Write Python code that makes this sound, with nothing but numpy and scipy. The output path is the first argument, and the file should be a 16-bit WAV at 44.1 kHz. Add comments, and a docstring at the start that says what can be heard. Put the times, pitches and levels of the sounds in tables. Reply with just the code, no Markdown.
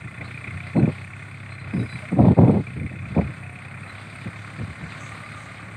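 """Tractor and trailer crossing a field

A small diesel tractor tows a loaded trailer in the open, some way off from the microphone.
Each firing thumps the exhaust pipe and knocks the block, both as rung resonances; clatter, fan, hiss and
straw are coloured noise. The trailer squeaks and is brushed by straw, thin hums come and go,
a cricket chirps, and gusts buffet the microphone as lumpy low noise and decaying pops."""
import sys
import numpy as np
from scipy import signal
from scipy.fft import rfft, irfft
from scipy.io import wavfile
from scipy.ndimage import uniform_filter1d

SR = 44100
rng = np.random.default_rng(int(sys.argv[2]) if len(sys.argv) > 2 else 0)


def master_out(mix):
    """Clip the mix to full scale and print it as 16-bit PCM to the path in sys.argv[1]."""
    frames = np.transpose(np.atleast_2d(mix))
    ceiling = np.clip(frames, -1, 1)
    pcm = np.round(ceiling * 32767).astype(np.int16)
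    wavfile.write(sys.argv[1], SR, pcm)


def to_linear_factor(level_db):
    """Convert decibel levels (scalar or array-like) to linear amplitude factors."""
    exponent = np.asarray(level_db, float) / 20
    return 10 ** exponent


N = 254016

# engine speed: (time [s], rate [firings/s])
FIRING_RATE = [(0.0, 29.221), (0.72, 31.576), (0.96, 32.178), (1.2, 33.791), (1.44, 33.497), (2.16, 30.336),
               (2.4, 30.891), (3.6, 32.06), (4.08, 34.527), (4.32, 34.349), (4.8, 36.567), (5.04, 35.032),
               (5.76, 35.731)]
FIRST_FIRING = 0.86  # share of a firing interval already gone at the start
# the tractor on the field, before each layer takes its share:
# (time [s], level swing [dB], turned away [0-1], engine load [dB])
TRACTOR = [(0, -3.5, 0.48, 3), (.33, 2, 0.07, 0.5), (.67, -1, 0.3, 4), (.95, 1.5, 0.31, 1),
           (1.35, -1, 0.08, -2), (1.7, -1, 0.3, 2.8), (1.97, 4, .05, -0.8), (2.25, -0.5, 0.3, -1.5),
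           (2.95, -1.5, 0, 1.5), (3.4, 1.5, 0, -1.1), (3.7, 0, 0, -1), (4.0, 3.5, 0.22, -3.5),
           (4.3, -0.5, 0.77, 1.5), (4.75, -2, 1, 1), (5.1, 3, 0.92, 0.7), (5.4, 1.1, 0.77, -1.5),
           (5.76, -2, .9, 1)]
# exhaust pipe resonances: (frequency [Hz], width of the first pass [Hz], relative level [dB])
PIPE_MODES = [(100.8, 47, 16), (120.4, 26, 8.5), (210, 12, -14)]
# modes of block and bonnet, before the tilt:
# (frequency [Hz], width of the first pass [Hz], relative level [dB], lag [firing intervals])
BLOCK_MODES = [(1103, 55, -7.5, .12), (1424, 120, -4, 0), (1838, 116, -3.5, .13), (2040, 45, -3, .1),
               (2160, 130, 0.5, 0.0755), (2370, 110, 1, 0.012), (2490, 43, -5, 0), (2578, 55, -5.5, 0.019),
               (3484, 51, -16.5, 0)]
# mechanical clatter, spectrum: (frequency [Hz], relative density [dB])
CLATTER_SPECTRUM = [(88, -21.5), (150, -1), (418, -16.5), (680, -11), (901, -15.5), (1120, -12.5),
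                    (1470, -8.5), (1670, -13), (2120, -8.5), (2480, -17.5), (3200, -35.5), (4160, -63),
                    (7040, -120)]
# fan and gears, spectrum: (frequency [Hz], relative density [dB])
WHIRR_SPECTRUM = [(1650, -30), (2800, 5), (3300, 5), (3580, 5.5), (4100, 4), (4870, -0.5), (5200, -10.5),
                  (6760, -44), (11400, -120)]
# intake and valves, spectrum: (frequency [Hz], relative density [dB])
HISS_SPECTRUM = [(4350, -34.5), (7400, -13.5), (7670, -18), (8310, -1.5), (8710, 0.5), (9430, -10.5),
                 (10300, -17.5), (11100, -21.5), (14300, -23)]
# straw under the wheels, spectrum: (frequency [Hz], relative density [dB])
STRAW_SPECTRUM = [(3060, -50), (5200, -13.5), (5470, -8.5), (5830, -3.5), (6610, -5.5), (6970, -5),
                  (7800, -1), (10100, -33), (17200, -120)]
# the hardest firings: (time [s], intended peak level [dB], frequency that rings most [Hz])
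HARD_FIRINGS = [(0.1101, -34.5, 2180), (0.2124, -27.5, 2080), (0.3421, -30.5, 2490), (0.377, -29.5, 2370),
                (0.4434, -24, 2220), (0.4768, -24.5, 2410), (0.5097, -27.5, 2190), (0.6679, -25.5, 2190),
                (1.224, -31, 2270), (1.6721, -31, 2300), (1.9545, -28, 2250), (2.0862, -26.5, 2170),
                (2.6703, -29.5, 2390), (2.8636, -29, 2180), (2.9901, -31, 2440), (3.022, -33.5, 2460),
                (3.055, -33, 2470), (3.0864, -34.5, 2510), (3.2117, -27.5, 2230), (3.3069, -32, 2170),
                (3.4291, -31.5, 2510), (3.5573, -29.5, 2520), (3.5897, -31.5, 2300), (3.712, -33.5, 2160)]
KNOCK_CREST_DB = 7.5  # taken off an intended peak to get the force of a firing
# knock slope about 2.3 kHz: (side on [dB/octave], change once turned [dB/octave])
KNOCK_SLOPE = (1.7, -6.5)
# how each layer follows the tractor: (level [dB], share of the swing [1], change once turned [dB])
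EXHAUST_FOLLOWS = (-38, 0.5, -5)
KNOCK_FOLLOWS = (-44, .6, -2.5)
CLATTER_FOLLOWS = (-45, .6, 3.3)
WHIRR_FOLLOWS = (-59, .9, 5.3)
HISS_FOLLOWS = (-63.5, 1.1, 3.3)
STRAW_FOLLOWS = (-70.5, .9, 5.8)
EXHAUST_LOAD, KNOCK_LOAD = 1.1, 0.98  # share of the load heard in thump and knock
# squeaks of hitch and trailer, before roughness:
# (start [s], length [s], frequency [Hz], level [dB], second harmonic level [dB])
TRAILER_SQUEAKS = [(0.237, 0.029, 4000, -46, -77), (0.242, 0.05, 4200, -55, -76),
                   (0.762, 0.051, 4110, -53.5, -62), (1.493, 0.076, 4140, -53.5, -61),
                   (1.583, 0.061, 4060, -59, -67), (1.706, 0.19, 4950, -59.5, -63.5),
                   (1.777, 0.068, 3870, -52, -81), (1.87, 0.128, 4000, -53.5, -68),
                   (1.87, 0.18, 4820, -63, -70), (3.868, 0.066, 4020, -53.5, -75)]
# straw brushing the trailer side: (start [s], length [s], level [dB])
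STRAW_BRUSHES = [(4.95, 0.21, -56.5), (5.33, 0.18, -63.5)]
# modes the straw rings: (frequency [Hz], width of the first pass [Hz], relative level [dB])
PANEL_MODES = [(6040, 200, 0), (6530, 150, 3), (7700, 290, 4)]
# thin hums, before they waver: (start [s], length [s], frequency [Hz], level [dB])
THIN_HUMS = [(0.198, 0.1, 710, -56), (0.5, .25, 715, -54), (2.017, .045, 612, -44), (3.4, .22, 719, -53),
             (4.843, 0.99, 1197, -50)]
# one cricket, level at full strength: (start [s], length [s], frequency [Hz], level [dB])
CRICKET_SONG = (1.8, 1.95, 11680, -83)
# gusts at the diaphragm; brightness and depth are relative to the level:
# (time at full strength [s], hold [s], level [dB], brightness [dB], depth [dB])
WIND_GUSTS = [(0.036, 0.024, -42.5, -26, 11), (0.196, 0.033, -43, -3, 13.5), (0.463, 0.014, -37, -17, 6),
              (0.517, 0.039, -48.5, -19, 16), (.764, 0.077, -14.5, -13.5, -16),
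              (.876, 0.0084, -19.5, -11.5, -11), (1.648, 0.083, -43, -9, 4), (1.744, 0.088, -22, -23, -8),
              (1.931, 0.015, -40, -17, 9.5), (2.127, 0.014, -19, -20.5, -17),
              (2.171, 0.014, -15.5, -16, -13), (2.191, 0.12, -13, -5, -6.5), (2.378, 0.081, -14.5, -9, -8),
              (2.469, 0.12, -15.5, -6.5, -14.5), (2.67, .09, -45.5, -14, 8), (2.765, 0.088, -30.5, -20, 3),
              (2.916, 0.052, -34.5, -10, -3), (2.988, 0.085, -43, -23, 7), (3.107, 0.016, -32.5, -23, 4.5),
              (3.167, 0.034, -19.5, -3, 1.5), (3.232, 0.018, -31.5, -20, 2.5), (3.282, 0.01, -35, -41, 6),
              (4.263, 0.0088, -27.5, -14.5, -10), (4.586, .04, -34.5, -15.5, 5.5),
              (4.678, 0.033, -38, -10.5, 6), (4.81, 0.024, -39.5, -29, 13)]
BREEZE_DB, RUMBLE_DB = -52.5, -45.5  # lowest levels, between gusts
GUST_RISE_DB_PER_S, GUST_FALL_DB_PER_S = 1306, 546
BRIGHT_FADE_DB_PER_S = 57.5  # the bright eddies tire during a gust
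RUMBLE_LAG_S = 0.014  # the rumble comes late
# single eddies that pop the diaphragm, before decay: (time [s], level [dB], frequency [Hz])
EDDY_POPS = [(0.761, -34, 182), (0.877, -5.5, 222), (1.737, -14.5, 250), (1.759, -15, 171),
             (2.175, -25, 151), (2.198, -2, 285), (2.271, -3, 202), (2.312, -9.5, 358), (2.377, -16, 167),
             (2.419, -7.5, 191), (2.485, -8.5, 238), (3.165, -8.5, 230), (3.177, -8, 307),
             (3.813, -27.5, 156), (4.271, -28.5, 210)]


def rms_one(x):
    """Scaled to rms 1."""
    return x / np.sqrt(np.mean(x ** 2) + 1e-20)


def in_time(rows):
    """Each column of a table, joined by straight lines, one value a sample."""
    s, *columns = np.transpose(rows)
    return [np.interp(np.arange(N) / SR, s, c) for c in columns]


def drift(rate_hz):
    """Slow chance: noise through a double one-pole low-pass, made every 40 samples; spread 1."""
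    r = np.exp(-80 * np.pi * rate_hz / SR)
    white = rng.standard_normal(N // 40 + 2002)
    slow = signal.lfilter([1], [1, -2 * r, r * r], white)[2000:]
    return np.interp(np.arange(N) / 40, np.arange(len(slow)), rms_one(slow))


def resonance(x, hz, width_hz):
    """Two-pole resonance with gain 1 on top."""
    r = np.exp(-np.pi * width_hz / SR)
    poles = [1, -2 * r * np.cos(2 * np.pi * hz / SR), r * r]
    return signal.lfilter([(1 - r * r) / 2, 0, (r * r - 1) / 2], poles, x + 1e-18)


def ring(x, hz, first_hz, second_hz):
    """Two resonances in a row at one frequency, with the two given widths."""
    return resonance(resonance(x, hz, first_hz), hz, second_hz)


def cut(x, hz, kind, order):
    """Butterworth filter."""
    return signal.sosfilt(signal.butter(order, hz, kind, fs=SR, output="sos"), x)


def coloured(spectrum, patchy_db):
    """Noise of a given spectrum whose half-octave bands flicker partly together; rms 1."""
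    hz = np.fft.rfftfreq(N, 1 / SR)[1:]
    point_hz, point_db = np.transpose(spectrum)
    shaped = rfft(rng.standard_normal(N))
    shaped[1:] *= to_linear_factor(np.interp(np.log(hz), np.log(point_hz), point_db))
    octave = np.log2(np.r_[1, hz])
    together, out = drift(4.7), 0
    for centre in np.arange(np.log2(point_hz[0]), np.log2(point_hz[-1]) + 0.5, 0.5):
        share = np.clip(1 - np.abs(octave - centre) * 2, 0, 1) ** 0.5
        flicker = to_linear_factor(patchy_db * (0.94 * together + drift(23.4)))
        out = out + irfft(shaped * share, N) * flicker
    return rms_one(out)


def swell(start, length):
    """A smooth rise and fall, with its sample span."""
    span = slice(round(start * SR), min(N, round((start + length) * SR)))
    return span, signal.windows.tukey(span.stop - span.start, 0.5)


def burst(count, lag, decay):
    """Pressure after each firing with a longer tail, timed in firing intervals, and the firing's number."""
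    which, phase = np.divmod(np.maximum(count - lag, 0), 1)
    fall = np.exp(-phase / decay) + 0.38 * np.exp(-phase / 0.35)
    return fall * (1 - np.exp(-phase / 0.01)), which.astype(int)


def firing_force(firing, knock_db):
    """Gain of each firing, by chance or set for the hard ones, and the pitch a hard one favours (else 0)."""
    force = to_linear_factor(1.2 * rng.standard_normal(firing[-1] + 1))
    centre_hz = np.zeros(len(force))
    for s, db, hz in HARD_FIRINGS:
        at = round((s + 0.004) * SR)
        force[firing[at]] = to_linear_factor(db - knock_db[at] - KNOCK_CREST_DB)
        centre_hz[firing[at]] = hz
    return force, centre_hz


def exhaust_thump(count, firing):
    """The blow-down of each firing, a little after the knock and nearly alike, rings the pipe."""
    step = np.floor(count - 0.16)
    strength = to_linear_factor(1.8 * rng.standard_normal(firing[-1] + 1))
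    puffs = np.diff(step, prepend=step[0]) * strength[firing]
    return sum(to_linear_factor(db) * ring(puffs, hz, width, 0.76 * width) for hz, width, db in PIPE_MODES)


def combustion_knock(count, force, centre_hz, turned):
    """Rough pressure of each firing rings block and bonnet; the knock darkens as the tractor turns."""
    knock, tilt_db = 0, KNOCK_SLOPE[0] + KNOCK_SLOPE[1] * turned
    for hz, width, db, lag in BLOCK_MODES:
        shape, which = burst(count, lag, 0.1)
        # a hard knock favours the modes near its pitch, the others share out by chance
        favoured_db = 4.0 - 11.3 * np.tanh(np.abs(centre_hz - hz) / 200)
        share_db = np.where(centre_hz > 0, favoured_db, 1.8 * rng.standard_normal(len(force)))
        pressure = shape * (force * to_linear_factor(share_db))[which] + 0.071
        rung = ring(rng.standard_normal(N) * pressure, hz, width, 3.3 * width)
        knock = knock + to_linear_factor(db + tilt_db * np.log2(hz / 2300)) * rms_one(rung)
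    return knock


def clatter_and_whirr(count, force):
    """Mechanical clatter, and the whirr of fan and gears: steady noise swelling with each firing."""
    shape, which = burst(count, 0.1, 0.077)
    clatter = coloured(CLATTER_SPECTRUM, patchy_db=1.35) * (1 + 0.5 * shape * force[which])
    whirr = coloured(WHIRR_SPECTRUM, patchy_db=2.0) * (1 + 0.23 * shape * force[which])
    return clatter, whirr


def valve_hiss(count, firing):
    """Intake hiss, with a tick about 8.4 kHz as a valve seats after each firing."""
    shape, which = burst(count, 0.16, 0.053)
    strength = to_linear_factor(3.9 * np.tanh(rng.standard_normal(firing[-1] + 1)))
    hiss = coloured(HISS_SPECTRUM, patchy_db=1.0)
    return hiss + 2.35 * resonance(hiss * shape * strength[which], 8400, 1300)


def tractor():
    """One count of firings drives thump, knock, clatter, whirr and valve tick; straw runs on beside them."""
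    swing_db, turned, load_db = in_time(TRACTOR)

    def follow(law):
        """Level of a layer in dB, following swing and turn."""
        db, share, turn_db = law
        return db + share * swing_db + turn_db * turned

    count = np.cumsum(in_time(FIRING_RATE)[0]) / SR + FIRST_FIRING
    firing = count.astype(int)
    exhaust_db = follow(EXHAUST_FOLLOWS) + EXHAUST_LOAD * load_db
    knock_db = follow(KNOCK_FOLLOWS) + KNOCK_LOAD * load_db
    force, centre_hz = firing_force(firing, knock_db)
    clatter, whirr = clatter_and_whirr(count, force)
    layers = [(exhaust_db, exhaust_thump(count, firing)),
              (knock_db, combustion_knock(count, force, centre_hz, turned)),
              (follow(CLATTER_FOLLOWS), clatter),
              (follow(WHIRR_FOLLOWS), whirr),
              (follow(HISS_FOLLOWS), valve_hiss(count, firing)),
              (follow(STRAW_FOLLOWS), coloured(STRAW_SPECTRUM, patchy_db=1.5))]
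    return sum(to_linear_factor(db) * rms_one(layer) for db, layer in layers)


def wavering_time():
    """Seconds that run slightly unevenly, so that a tone wavers in pitch."""
    return np.cumsum(1 + 0.006 * drift(60)) / SR


def squeaks():
    """Hitch and trailer: rough tones with a second harmonic and a breath of friction noise on each."""
    out, clock = np.zeros(N), wavering_time()
    rough, white = to_linear_factor(5.0 * drift(45)), rng.standard_normal(N)
    for start, length, hz, first_db, second_db in TRAILER_SQUEAKS:
        span, shape = swell(start, length)
        squeak = 0
        for k, db in ((1, first_db), (2, second_db)):
            tone = to_linear_factor(db) * np.sin(2 * np.pi * k * hz * clock[span])
            friction = rms_one(ring(white[span], k * hz, k * 300, k * 600))
            squeak = squeak + rough[span] * tone + to_linear_factor(db - 6) * friction
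        out[span] += shape * squeak
    return out


def straw_swish():
    """Noise of uneven strength, as dense grains of straw, rings a few high panel modes."""
    grains = rng.standard_normal(N) * to_linear_factor(3.3 * drift(40))
    modes = [to_linear_factor(db) * rms_one(ring(grains, hz, width, 2 * width)) for hz, width, db in PANEL_MODES]
    rung = rms_one(sum(modes))
    out = np.zeros(N)
    for start, length, db in STRAW_BRUSHES:
        span, shape = swell(start, length)
        out[span] += shape * to_linear_factor(db) * rung[span]
    return out


def hums():
    """Thin sines, wavering in pitch and strength, each over a narrow band of noise."""
    out, clock = np.zeros(N), wavering_time()
    uneven, white = to_linear_factor(5.6 * drift(32)), rng.standard_normal(N)
    for start, length, hz, db in THIN_HUMS:
        span, shape = swell(start, length)
        tone = uneven[span] * np.sin(2 * np.pi * hz * clock[span])
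        band = rms_one(ring(white[span], hz, 50, 90))
        out[span] += shape * to_linear_factor(db) * (tone + 0.28 * band)
    return out


def cricket():
    """A very narrow band of noise, opened and closed by slow chance, chirps."""
    out = np.zeros(N)
    start, length, hz, db = CRICKET_SONG
    span, shape = swell(start, length)
    chirps = np.clip(0.3 + 0.5 * drift(15)[span], 0, 1)
    band = rms_one(ring(rng.standard_normal(N)[span], hz, 60, 120))
    out[span] = shape * chirps * to_linear_factor(db) * band
    return out


def gust_levels():
    """Gains of body, bright eddies and rumble: a gust arrives fast, holds and dies more slowly."""
    clock = np.arange(N) / SR
    level, bright, deep = np.full(N, to_linear_factor(BREEZE_DB)), np.zeros(N), np.full(N, to_linear_factor(RUMBLE_DB))
    for s, hold, db, bright_db, deep_db in WIND_GUSTS:
        rise_db = GUST_RISE_DB_PER_S * np.maximum(s - clock, 0)
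        fall_db = GUST_FALL_DB_PER_S * np.maximum(clock - s - hold, 0)
        gust = to_linear_factor(db - rise_db - fall_db)
        tired_db = BRIGHT_FADE_DB_PER_S * np.maximum(clock - s, 0)
        late = np.roll(gust, round(RUMBLE_LAG_S * SR))
        level = np.maximum(level, gust)
        bright = np.maximum(bright, gust * to_linear_factor(bright_db - tired_db))
        deep = np.maximum(deep, late * to_linear_factor(deep_db))
    return level, bright, deep


def band_noise(low_pass, high_pass):
    """White noise between two Butterworth filters, each given as (frequency [Hz], order)."""
    low = cut(rng.standard_normal(N), low_pass[0], "low", low_pass[1])
    return cut(low, high_pass[0], "high", high_pass[1])


def pops():
    """Each eddy pushes or pulls the diaphragm into one quickly decaying sine."""
    out, t = np.zeros(N), np.arange(1200) / SR
    for (s, db, hz), sign in zip(EDDY_POPS, rng.choice([-1, 1], len(EDDY_POPS))):
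        pop = np.sin(2 * np.pi * hz * t) * np.exp(-t * hz / 1.25)
        out[round(s * SR):][:len(t)] += sign * to_linear_factor(db) * pop
    return out


def wind():
    """Eddies push the diaphragm: lumpy low noise, brighter eddies in step with it, pops and late rumble."""
    level, bright, deep = gust_levels()
    lumps = to_linear_factor(2.26 * drift(55))
    # dividing by local power fills the gaps: a gust pushes without them
    low = band_noise((187.4, 3), (113.4, 4))
    low = rms_one(low / uniform_filter1d(low ** 2, size=900) ** 0.29 * lumps)
    high = band_noise((635, 4), (400, 2))
    high = rms_one(high / uniform_filter1d(high ** 2, size=600) ** 0.67 * lumps ** 2.3)
    eddies = uniform_filter1d(level, size=150) * low + uniform_filter1d(bright, size=150) * high
    rumble = uniform_filter1d(deep, size=400) * rms_one(band_noise((104, 3), (100, 2)))
    return cut(cut(eddies + pops(), 1500, "low", order=3), 83, "high", order=4) + rumble


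def scene():
    """Tractor and trailer in the open, wind at the microphone; one channel."""
    return (tractor() + squeaks() + straw_swish() + hums() + cricket() + wind())[None]


def roll_off(x):
    """The treble ends steeply here."""
    return signal.sosfilt(signal.butter(12, 14490, fs=SR, output="sos"), x)


def record(dry):
    """The microphone drops the deep bass; a low-pass at 14.3 kHz then closes the top."""
    without_bass = cut(dry, 86, "high", order=3)
    mix = cut(without_bass, 14300, "low", order=12)
    return roll_off(mix)


dry = scene()
out = record(dry)
master_out(out)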